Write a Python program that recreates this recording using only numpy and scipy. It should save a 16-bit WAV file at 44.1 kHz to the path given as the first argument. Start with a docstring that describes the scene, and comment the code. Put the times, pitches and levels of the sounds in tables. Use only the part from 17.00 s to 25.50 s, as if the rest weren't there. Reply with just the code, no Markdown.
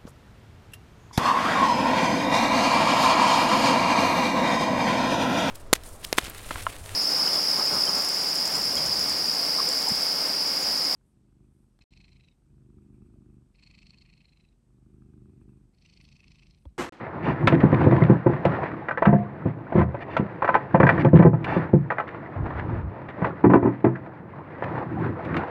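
"""A big fish thrashes on the wet deck of a small boat, close to a camera microphone in a closed housing.
Its body and tail thump the hull, wet skin smacks, loose boards clack and a thin panel hums;
late on, a deck board drops and bounces. Underneath, water sloshes in surges, things scrape
over the deck, the hull rumbles and wind buffets the housing, which dulls the sound and rings faintly."""
import sys
import numpy as np
from scipy import signal
from scipy.fft import rfft, irfft
from scipy.io import wavfile
from scipy.ndimage import uniform_filter1d, minimum_filter1d

SR = 44100
rng = np.random.default_rng(int(sys.argv[2]) if len(sys.argv) > 2 else 0)


def inscribe(sig):
    """Save sig as 16-bit PCM at rate SR to the path in sys.argv[1].

    A 1-D sig is mono; a 2-D sig holds one channel per row.
    Samples are clipped to [-1, 1] before scaling.
    """
    pcm = np.round(np.clip(np.atleast_2d(sig).T, -1, 1) * 32767)
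    wavfile.write(sys.argv[1], SR, pcm.astype(np.int16))


N = 374832
TIME = np.arange(N) / SR
AGE = np.arange(SR // 4) / SR  # seconds into one blow

# The fish hits the hull, close by. Each row: start in seconds, level in dB, centre of the tone in Hz,
# wet slap in dB relative to the blow.
FISH_THUMPS = [(0.523, -7.5, 342, -11.5), (0.634, -3, 146, -16.5), (0.725, -7.5, 136, -14.5),
               (0.863, -3.5, 264, -18), (0.92, -11.5, 334, -6), (1.017, -4, 157, -17),
               (1.096, -3.5, 153, -14.5), (1.261, -7, 229, -11), (1.296, -12.5, 260, -17),
               (1.454, -11, 150, -19), (2.068, -8.5, 193, -8.5), (2.126, -7.5, 190, -10.5),
               (2.455, -11.5, 147, -15), (2.752, -7.5, 290, -12), (2.778, -6.5, 101, -15),
               (2.81, -14, 140, -6.5), (3.195, -11, 300, -17), (3.742, -5, 127.5, -6.5),
               (3.8, -6.5, 133, -10.5), (3.832, -5, 140, -12.5), (4.047, -6.5, 160, -10),
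               (4.131, 0.5, 179, -16.5), (4.153, -4, 195, -17), (4.194, -1, 174, -13.5),
               (4.249, 0.5, 231, -14), (4.331, -11, 170, -13), (4.562, -13, 223, -11.5),
               (4.733, -4, 145, -20.5), (6.217, -15, 226, -8)]
# Wet skin and boards smack. Each row: start in seconds, level in dB.
WET_SPLATS = [(0.523, -23), (0.595, -26.5), (0.714, -21.5), (0.911, -22.5), (0.964, -24.5), (1.037, -26),
              (4.048, -24), (4.153, -25.5), (5.075, -32.5), (5.581, -26.5), (6.082, -33), (7.635, -28),
              (8.343, -26.5)]
# Blows on a thin hollow panel. Each row: start in seconds, level in dB, centre of the tone in Hz.
PANEL_BLOWS = [(2.069, -7.5, 265), (2.126, -10.5, 265), (2.785, -13, 75)]
# Hard knocks on the deck boards. Each row: start in seconds, level in dB, centre of the tone in Hz.
DECK_KNOCKS = [(0.473, -11.5, 1010), (1.452, -12, 620), (1.885, -20, 1240), (1.909, -21.5, 1290),
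               (1.974, -19, 1280), (2.021, -12, 720), (2.053, -13, 1100), (2.722, -21, 570),
               (2.944, -25.5, 500), (3.166, -17, 1150), (3.421, -16.5, 920), (3.445, -16.5, 1100),
               (3.476, -19.5, 1330), (3.489, -12.5, 1000), (3.542, -15.5, 1170), (3.551, -9, 880),
               (3.744, -12.5, 685), (3.8, -9.5, 660), (3.83, -13.5, 1200), (3.867, -12.5, 1560),
               (3.89, -9.5, 1460), (3.977, -24, 1510), (4.224, -17.5, 790), (4.903, -18, 1400),
               (4.918, -21, 1210), (4.983, -20, 1400), (4.998, -20, 1100), (5.145, -32, 1000),
               (6.245, -18, 830), (6.535, -14.5, 1100), (6.844, -19, 874), (6.955, -33.5, 1500),
               (7.622, -21, 710)]
# The loose board lands and bounces. Each row: start in seconds, level in dB, centre of the tone in Hz,
# slap in dB relative to the blow.
BOARD_LANDINGS = [(6.438, -4.5, 330, -11.5), (6.496, -9.5, 159, -7.5), (6.535, -3.5, 300, -8.5),
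                  (6.626, -12.5, 141, -11.5), (6.655, -10, 346, -10.5), (6.842, -5.5, 345, -12.5)]
# Sharp snaps right by the housing. Each row: start in seconds, level in dB.
CLOSE_SNAPS = [(0.472, -10.5), (1.451, -23.5), (3.167, -24), (4.443, -25.5), (8.249, -36.5), (8.366, -25.5)]
# Water runs over the deck. Each row: crest in seconds, length in seconds, wash in dB, hull rumble in dB.
WATER_SURGES = [(0.293, 0.079, -29.5, -24.5), (0.556, 0.23, -32.5, -19.5), (0.9, 0.37, -28, -21),
                (1.53, 0.32, -31.5, -34), (2.791, 0.066, -28.5, -18), (3.96, 0.22, -31, -22),
                (4.55, 0.18, -30, -25.5), (5.61, 0.38, -37.5, -36), (6.25, 0.11, -31.5, -32.5),
                (7.74, 0.21, -33.5, -31), (8.04, 0.18, -37.5, -25.5), (8.336, 0.12, -41, -26.5)]
# The sea laps at the hull between surges. Each row: time in seconds, level in dB.
SEA_LAPPING = [(0, -37.5), (1.85, -40.5), (2.6, -45), (3.55, -36), (4.3, -50), (5.2, -41), (7.2, -45.5),
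               (8.5, -34)]
# Things drag on the boards; gusts hit the housing. Each row: middle and length in seconds, level in dB.
DECK_SCRAPES = [(.28, .11, -34.5), (3.02, 0.034, -38), (3.13, 0.069, -39.5), (4.01, 0.036, -30),
                (4.53, .13, -33.5)]
WIND_GUSTS = [(5.42, 0.12, -25.5), (5.72, 0.44, -29)]
# Resonances of the boat's parts and the camera housing. Each row: frequency in Hz, level in dB.
HULL_MODES = [(79, -19.5), (118, 0.5), (143, 4.5), (167, 2), (200, 0), (266, -4), (335, 1.5), (400, -3.5),
              (510, -1.5)]
PANEL_MODES = [(81, -7.5), (130, -7), (203, -2), (702, -6)]
DECK_MODES = [(540, -10), (680, -11.5), (885, -7.5), (1010, -3.5), (1150, -6.5), (1320, -2.5), (1550, 1),
              (1750, -1), (1930, 6), (2330, 2.5)]
BOARD_MODES = [(122, 3.5), (186, 3), (240, 0.5), (290, 5.5), (339, 6.5), (395, 4.5), (655, -11.5)]
HOUSING_MODES = [(656, -10.5), (1000, -13), (1746, -4), (1880, -12), (2805, -3.5)]
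# Tone colours of the contacts, the water and the hull. Each row: frequency in Hz, gain in dB.
SLAP_COLOUR = [(250, 9), (600, 9), (2000, -12.5), (3000, -19.5), (6000, -35), (15000, -83)]
SNAP_COLOUR = [(1000, 3), (2300, 9), (3700, -7), (6000, -25.5), (15000, -44.5)]
RASP_COLOUR = [(500, 8), (1900, 12.5), (3000, -2.5), (5000, -16.5)]
WASH_COLOUR = [(150, -11.5), (400, 9), (1000, -2), (2000, -16), (3000, -27.5), (4500, -30)]
RUMBLE_COLOUR = [(25, -43), (80, 4.5), (145, 11.5), (230, 3.5), (340, 8), (1000, -64)]

SLAP_CUT_HZ, SLAP_DB_PER_OCTAVE = 2630, 14  # a full slap reaches this high; softer flesh is duller
REBOUND_SLAP_DB = -5  # a second contact slaps less than the first
IDLE_RUMBLE_DB = -40.5  # the hull is never quite still
SHUDDER_DB, SHUDDER_S = -22.5, 0.05  # it shudders after each thump: level relative to the blow, decay
HOUSING_WIDTH_HZ, TOP_HZ = 20, 15700  # width of each housing resonance; upper edge of the treble


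def thumps():
    """The fish beats body and tail on the hull near the microphone; the limp body flops down after."""
    return blows(FISH_THUMPS, HULL_MODES, contact_s=0.013, free_cycles=9.2,
                 rebound_s=0.022, rebound_db=-12.5)


def blows(rows, modes, contact_s, free_cycles, rebound_s, rebound_db):
    """A heavy flat blow booms its panel and the slap rings the planks; a softer contact follows."""
    out = np.zeros(N)
    for s, db, hz, slap_db in rows:
        cut_hz = SLAP_CUT_HZ * 2 ** (slap_db / SLAP_DB_PER_OCTAVE)
        rebound = (rebound_s * (1 + .1 * rng.standard_normal()), rebound_db, REBOUND_SLAP_DB)
        for delay_s, drop_db, slap_drop_db in (0, 0, 0), rebound:
            boom = ring(modes, hz, octaves=1.41, contact_s=contact_s, free_db=-6,
                        free_cycles=free_cycles, rise_s=0.00094, scatter_db=2.5, path_cycles=0.26)
            planks = ring(DECK_MODES, 640, octaves=0.45, contact_s=0.009, free_db=-14,
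                          free_cycles=34, rise_s=0.0015, scatter_db=3, path_cycles=0.48)
            contact = crack(decay_s=0.012, tail_db=-25.5, tail_s=0.037, rise_s=0.0063)
            slap = undb(slap_db + slap_drop_db - 1.5) * muffle(planks + contact, cut_hz, order=2)
            add(out, s + delay_s, undb(db + drop_db) * (boom + slap))
    # small panels radiate little deep bass
    return signal.sosfilt(signal.butter(4, 72, "high", fs=SR, output="sos"), out)


def ring(modes, centre_hz, octaves, contact_s, free_db, free_cycles, rise_s, scatter_db, path_cycles):
    """Modes near the blow's own tone swing most; the contact damps them fast and a little rings on."""
    hz, db = np.transpose(modes)[:, :, None]
    detune, place, path = rng.standard_normal((3, len(hz), 1))
    hz = hz * (1 + .03 * detune)  # the shifting load moves the modes a little
    gain = undb(db + scatter_db * place) * nearness(hz, centre_hz, octaves)
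    fade = np.exp(-AGE / contact_s) + undb(free_db) * np.exp(-AGE * hz / free_cycles)
    # each mode reaches the housing by its own path
    swing = np.cos(2 * np.pi * (hz * AGE + path_cycles * path))
    return unit_peak((gain * fade * swing).sum(axis=0) * rise(rise_s) ** 2)


def crack(decay_s, tail_db, tail_s, rise_s, direct_db=-12):
    """Rough contact that builds as the surfaces meet, coloured by the resonances of the deck."""
    contact = burst(decay_s, tail_db, tail_s) * rise(rise_s)
    wood = sum(undb(db) * resonate(contact, hz, q=16) for hz, db in DECK_MODES)
    return unit_peak(colour(wood + undb(direct_db) * contact, SLAP_COLOUR))


def burst(decay_s, tail_db, tail_s):
    """Many tiny contacts: noise that dies fast, then lingers faintly between the boat's sides."""
    fade = np.exp(-AGE / decay_s) + undb(tail_db) * np.exp(-AGE / tail_s)
    return rng.standard_normal(len(AGE)) * fade


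def splats():
    """A wet smack starts at once and breaks up into a short spray of drops."""
    out = np.zeros(N)
    for s, db in WET_SPLATS:
        spray = burst(decay_s=0.013, tail_db=-7, tail_s=0.017) * undb(9 * wander(250)[:len(AGE)])
        add(out, s, undb(db) * unit_peak(muffle(colour(spray, RASP_COLOUR), 4020)))
    return out


def hums(octaves=0.93, decay_s=0.068):
    """A thin panel swings up under the blow and rings on with a hollow, wavering note."""
    out = np.zeros(N)
    hz, mode_db = np.transpose(PANEL_MODES)[:, :, None]
    for s, db, centre_hz in PANEL_BLOWS:
        waver_db = 2 * wander(60)[:len(hz) * len(AGE)].reshape(len(hz), -1)
        gain = undb(mode_db + waver_db) * nearness(hz, centre_hz, octaves)
        swing = (gain * np.sin(2 * np.pi * hz * AGE)).sum(axis=0)
        add(out, s, undb(db) * unit_peak(swing * np.exp(-AGE / decay_s) * rise(.004)))
    return out


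def knocks():
    """Board edges clack: hollow wooden modes and a rough crack, dulled by the housing."""
    out = np.zeros(N)
    for s, db, hz in DECK_KNOCKS:
        wood = ring(DECK_MODES, hz, octaves=0.34, contact_s=0.0045, free_db=-18,
                    free_cycles=44, rise_s=0.00044, scatter_db=3.5, path_cycles=0.32)
        contact = crack(decay_s=0.008, tail_db=-17, tail_s=0.028, rise_s=.0015)
        grit = unit_peak(resonate(contact, hz, q=.5))
        add(out, s, undb(db) * (muffle(wood, 3100) + undb(-1.5) * grit))
    return out


def landings():
    """The loose board falls and clatters with a hollow note, its far edge just after the near one."""
    return blows(BOARD_LANDINGS, BOARD_MODES, contact_s=0.011, free_cycles=12.5,
                 rebound_s=0.019, rebound_db=-0.5)


def snaps():
    """Hard bright contacts right by the housing die almost at once."""
    out = np.zeros(N)
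    for s, db in CLOSE_SNAPS:
        contact = burst(decay_s=0.0065, tail_db=-19.5, tail_s=0.033) * rise(0.00078)
        add(out, s, undb(db) * unit_peak(colour(contact, SNAP_COLOUR)))
    return out


def slosh():
    """Water on the deck: a soft wash with splatters and bubbles, over the rumble of the hull."""
    drops = rng.standard_normal(N)
    drops *= signal.fftconvolve(clicks(per_s=90, spread_db=3), np.exp(-AGE / .008))[:N]
    water = rng.standard_normal(N) + .5 * unit_rms(drops)
    # as the water shifts it wakes now one plank, now another
    gurgle = sum(undb(db + 4.5 * wander(25)) * resonate(water, hz, q=5) for hz, db in DECK_MODES)
    wash = unit_rms(muffle(colour(gurgle + .5 * water, WASH_COLOUR), 4300, order=5))
    rumble = unit_rms(colour(rng.standard_normal(N), RUMBLE_COLOUR))
    wash_gain, rumble_gain = flow()
    bubbling_wash = wash * undb(wander(24)) + bubbles()
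    return bubbling_wash * wash_gain + rumble * undb(2 * wander(22)) * rumble_gain


def flow():
    """Gains of the wash and of the rumble: surges drive both, and thumps leave the hull shuddering."""
    wash_power = undb(np.interp(TIME, *np.transpose(SEA_LAPPING))) ** 2
    rumble_power = undb(IDLE_RUMBLE_DB) ** 2
    for s, length, wash_db, rumble_db in WATER_SURGES:
        gain = surge(s, length)
        wash_power += (undb(wash_db) * gain) ** 2
        rumble_power += (undb(rumble_db) * gain) ** 2
    jolts = np.zeros(N)
    for s, db, _, _ in FISH_THUMPS:
        add(jolts, s, [undb(db + SHUDDER_DB) ** 2])
    shudder_power = signal.lfilter([1], [1, -np.exp(-2 / (SHUDDER_S * SR))], jolts)
    return np.sqrt(wash_power), uniform_filter1d(np.sqrt(rumble_power + shudder_power), size=600)


def surge(crest_s, length_s, build_share=0.67, drain_share=0.61, roundness=2.05):
    """Gain of one surge: the water builds to a round crest and drains away."""
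    width_s = length_s * np.where(TIME < crest_s, build_share, drain_share)
    return np.exp(-np.minimum(np.abs((TIME - crest_s) / width_s) ** roundness, 30))


def bubbles(per_s=29, re_wash_db=-9, low_hz=450, high_hz=2000, decay_cycles=7):
    """Air pockets in the running water ring for a few cycles and rise in pitch as they burst."""
    out = np.zeros(N)
    for when, pitch, size in rng.random((int(per_s * N / SR), 3)):
        cycles = AGE[:len(AGE) // 3] * low_hz * (high_hz / low_hz) ** pitch
        chirp = np.sin(2 * np.pi * cycles * (1 + 0.0032 * cycles))
        envelope = np.exp(-cycles / decay_cycles) * (1 - np.exp(-cycles)) ** 2
        add(out, when * N / SR, size ** 2 * chirp * envelope)
    return undb(re_wash_db) * unit_rms(out)


def scrapes():
    """Edges dragged over the deck stick and slip in a dense, gritty rasp."""
    slips = clicks(per_s=980, spread_db=0.5)
    grain = np.exp(-AGE / 0.0047) * rng.standard_normal(len(AGE))
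    rasp = colour(signal.fftconvolve(slips, grain)[:N], RASP_COLOUR)
    return unit_rms(muffle(rasp, 4200)) * swells(DECK_SCRAPES)


def wind(hz=85):
    """Air flutters low against the housing."""
    air = resonate(resonate(rng.standard_normal(N), hz, q=1), hz, q=1)
    return muffle(unit_rms(air) * swells(WIND_GUSTS), 290)


def swells(rows):
    """Gain that rises and falls in one arch for each row."""
    return sum(undb(db) * np.sqrt(np.maximum(1 - (2 * (TIME - middle_s) / length_s) ** 2, 0))
               for middle_s, length_s, db in rows)


def clicks(per_s, spread_db):
    """Random clicks, most small and a few larger."""
    sizes = undb(spread_db * np.minimum(rng.exponential(size=N), 4)) * rng.choice([-1, 1], N)
    return sizes * (rng.random(N) < per_s / SR)


def wander(per_s):
    """Random steps smoothed twice, with a spread of 1."""
    hold = int(SR / per_s)
    steps = np.repeat(rng.standard_normal(N // hold + 1), hold)
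    return unit_rms(uniform_filter1d(uniform_filter1d(steps, hold), hold)[:N])


def colour(x, points, size=4096):
    """Minimum-phase filter with the given (Hz, dB) outline."""
    hz, db = np.transpose(points)
    bin_hz = np.maximum(np.fft.rfftfreq(size, 1 / SR), 1)
    gain = undb(np.interp(np.log(bin_hz), np.log(hz), db))
    cepstrum = irfft(np.log(gain))
    cepstrum[1:size // 2] *= 2
    cepstrum[size // 2 + 1:] = 0
    return signal.fftconvolve(x, irfft(np.exp(rfft(cepstrum))))[:len(x)]


def resonate(x, hz, q):
    """One resonance, gain 1 at its centre."""
    return signal.lfilter(*signal.iirpeak(hz, q, fs=SR), x)


def muffle(x, hz, order=4):
    """Loss of treble above hz."""
    return signal.sosfilt(signal.butter(order, min(hz, TOP_HZ), fs=SR, output="sos"), x)


def nearness(hz, centre_hz, octaves):
    """Bell-shaped weight over pitch, 1 at the centre."""
    return np.exp(-(np.log2(hz / centre_hz) / octaves) ** 2 / 2)


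def rise(rise_s):
    """Onset of a blow, from 0 towards 1."""
    return 1 - np.exp(-AGE / rise_s)


def unit_peak(x):
    """Fade a blow out and scale it so that its loudest few milliseconds swing about +-1."""
    peak = np.sqrt(2 * uniform_filter1d(x ** 2, size=260).max())
    return x * np.cos(np.pi / 2 * AGE / AGE[-1]) / peak


def unit_rms(x):
    return x / np.std(x)


def undb(db):
    return 10 ** (np.asarray(db) / 20)


def add(out, s, sound):
    """Mix a sound in at s seconds."""
    start = int(s * SR)
    out[start:start + len(sound)] += sound[:N - start]


def scene():
    """The deck from close up, in mono: fish and boards over water, wind and a faint hiss."""
    hiss = undb(-88.5) * rng.standard_normal(N)
    impacts = thumps() + knocks() + snaps() + splats() + landings()
    return (impacts + slosh() + scrapes() + hums() + wind() + hiss)[None]


def record(dry, ceiling=.92):
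    """At the microphone: the housing rings faintly, a limiter holds the heaviest blows, the top is cut."""
    housing = sum(undb(db) * resonate(dry, hz, q=hz / HOUSING_WIDTH_HZ) for hz, db in HOUSING_MODES)
    inside = dry + housing
    safe_gain = np.minimum(1, ceiling / (np.abs(inside) + 1e-9))
    held_gain = minimum_filter1d(safe_gain, size=400)
    gain = uniform_filter1d(uniform_filter1d(held_gain, size=200), size=200)
    return signal.sosfilt(signal.ellip(8, .2, 70, TOP_HZ, fs=SR, output="sos"), inside * gain)


dry = scene()
out = record(dry)
inscribe(out)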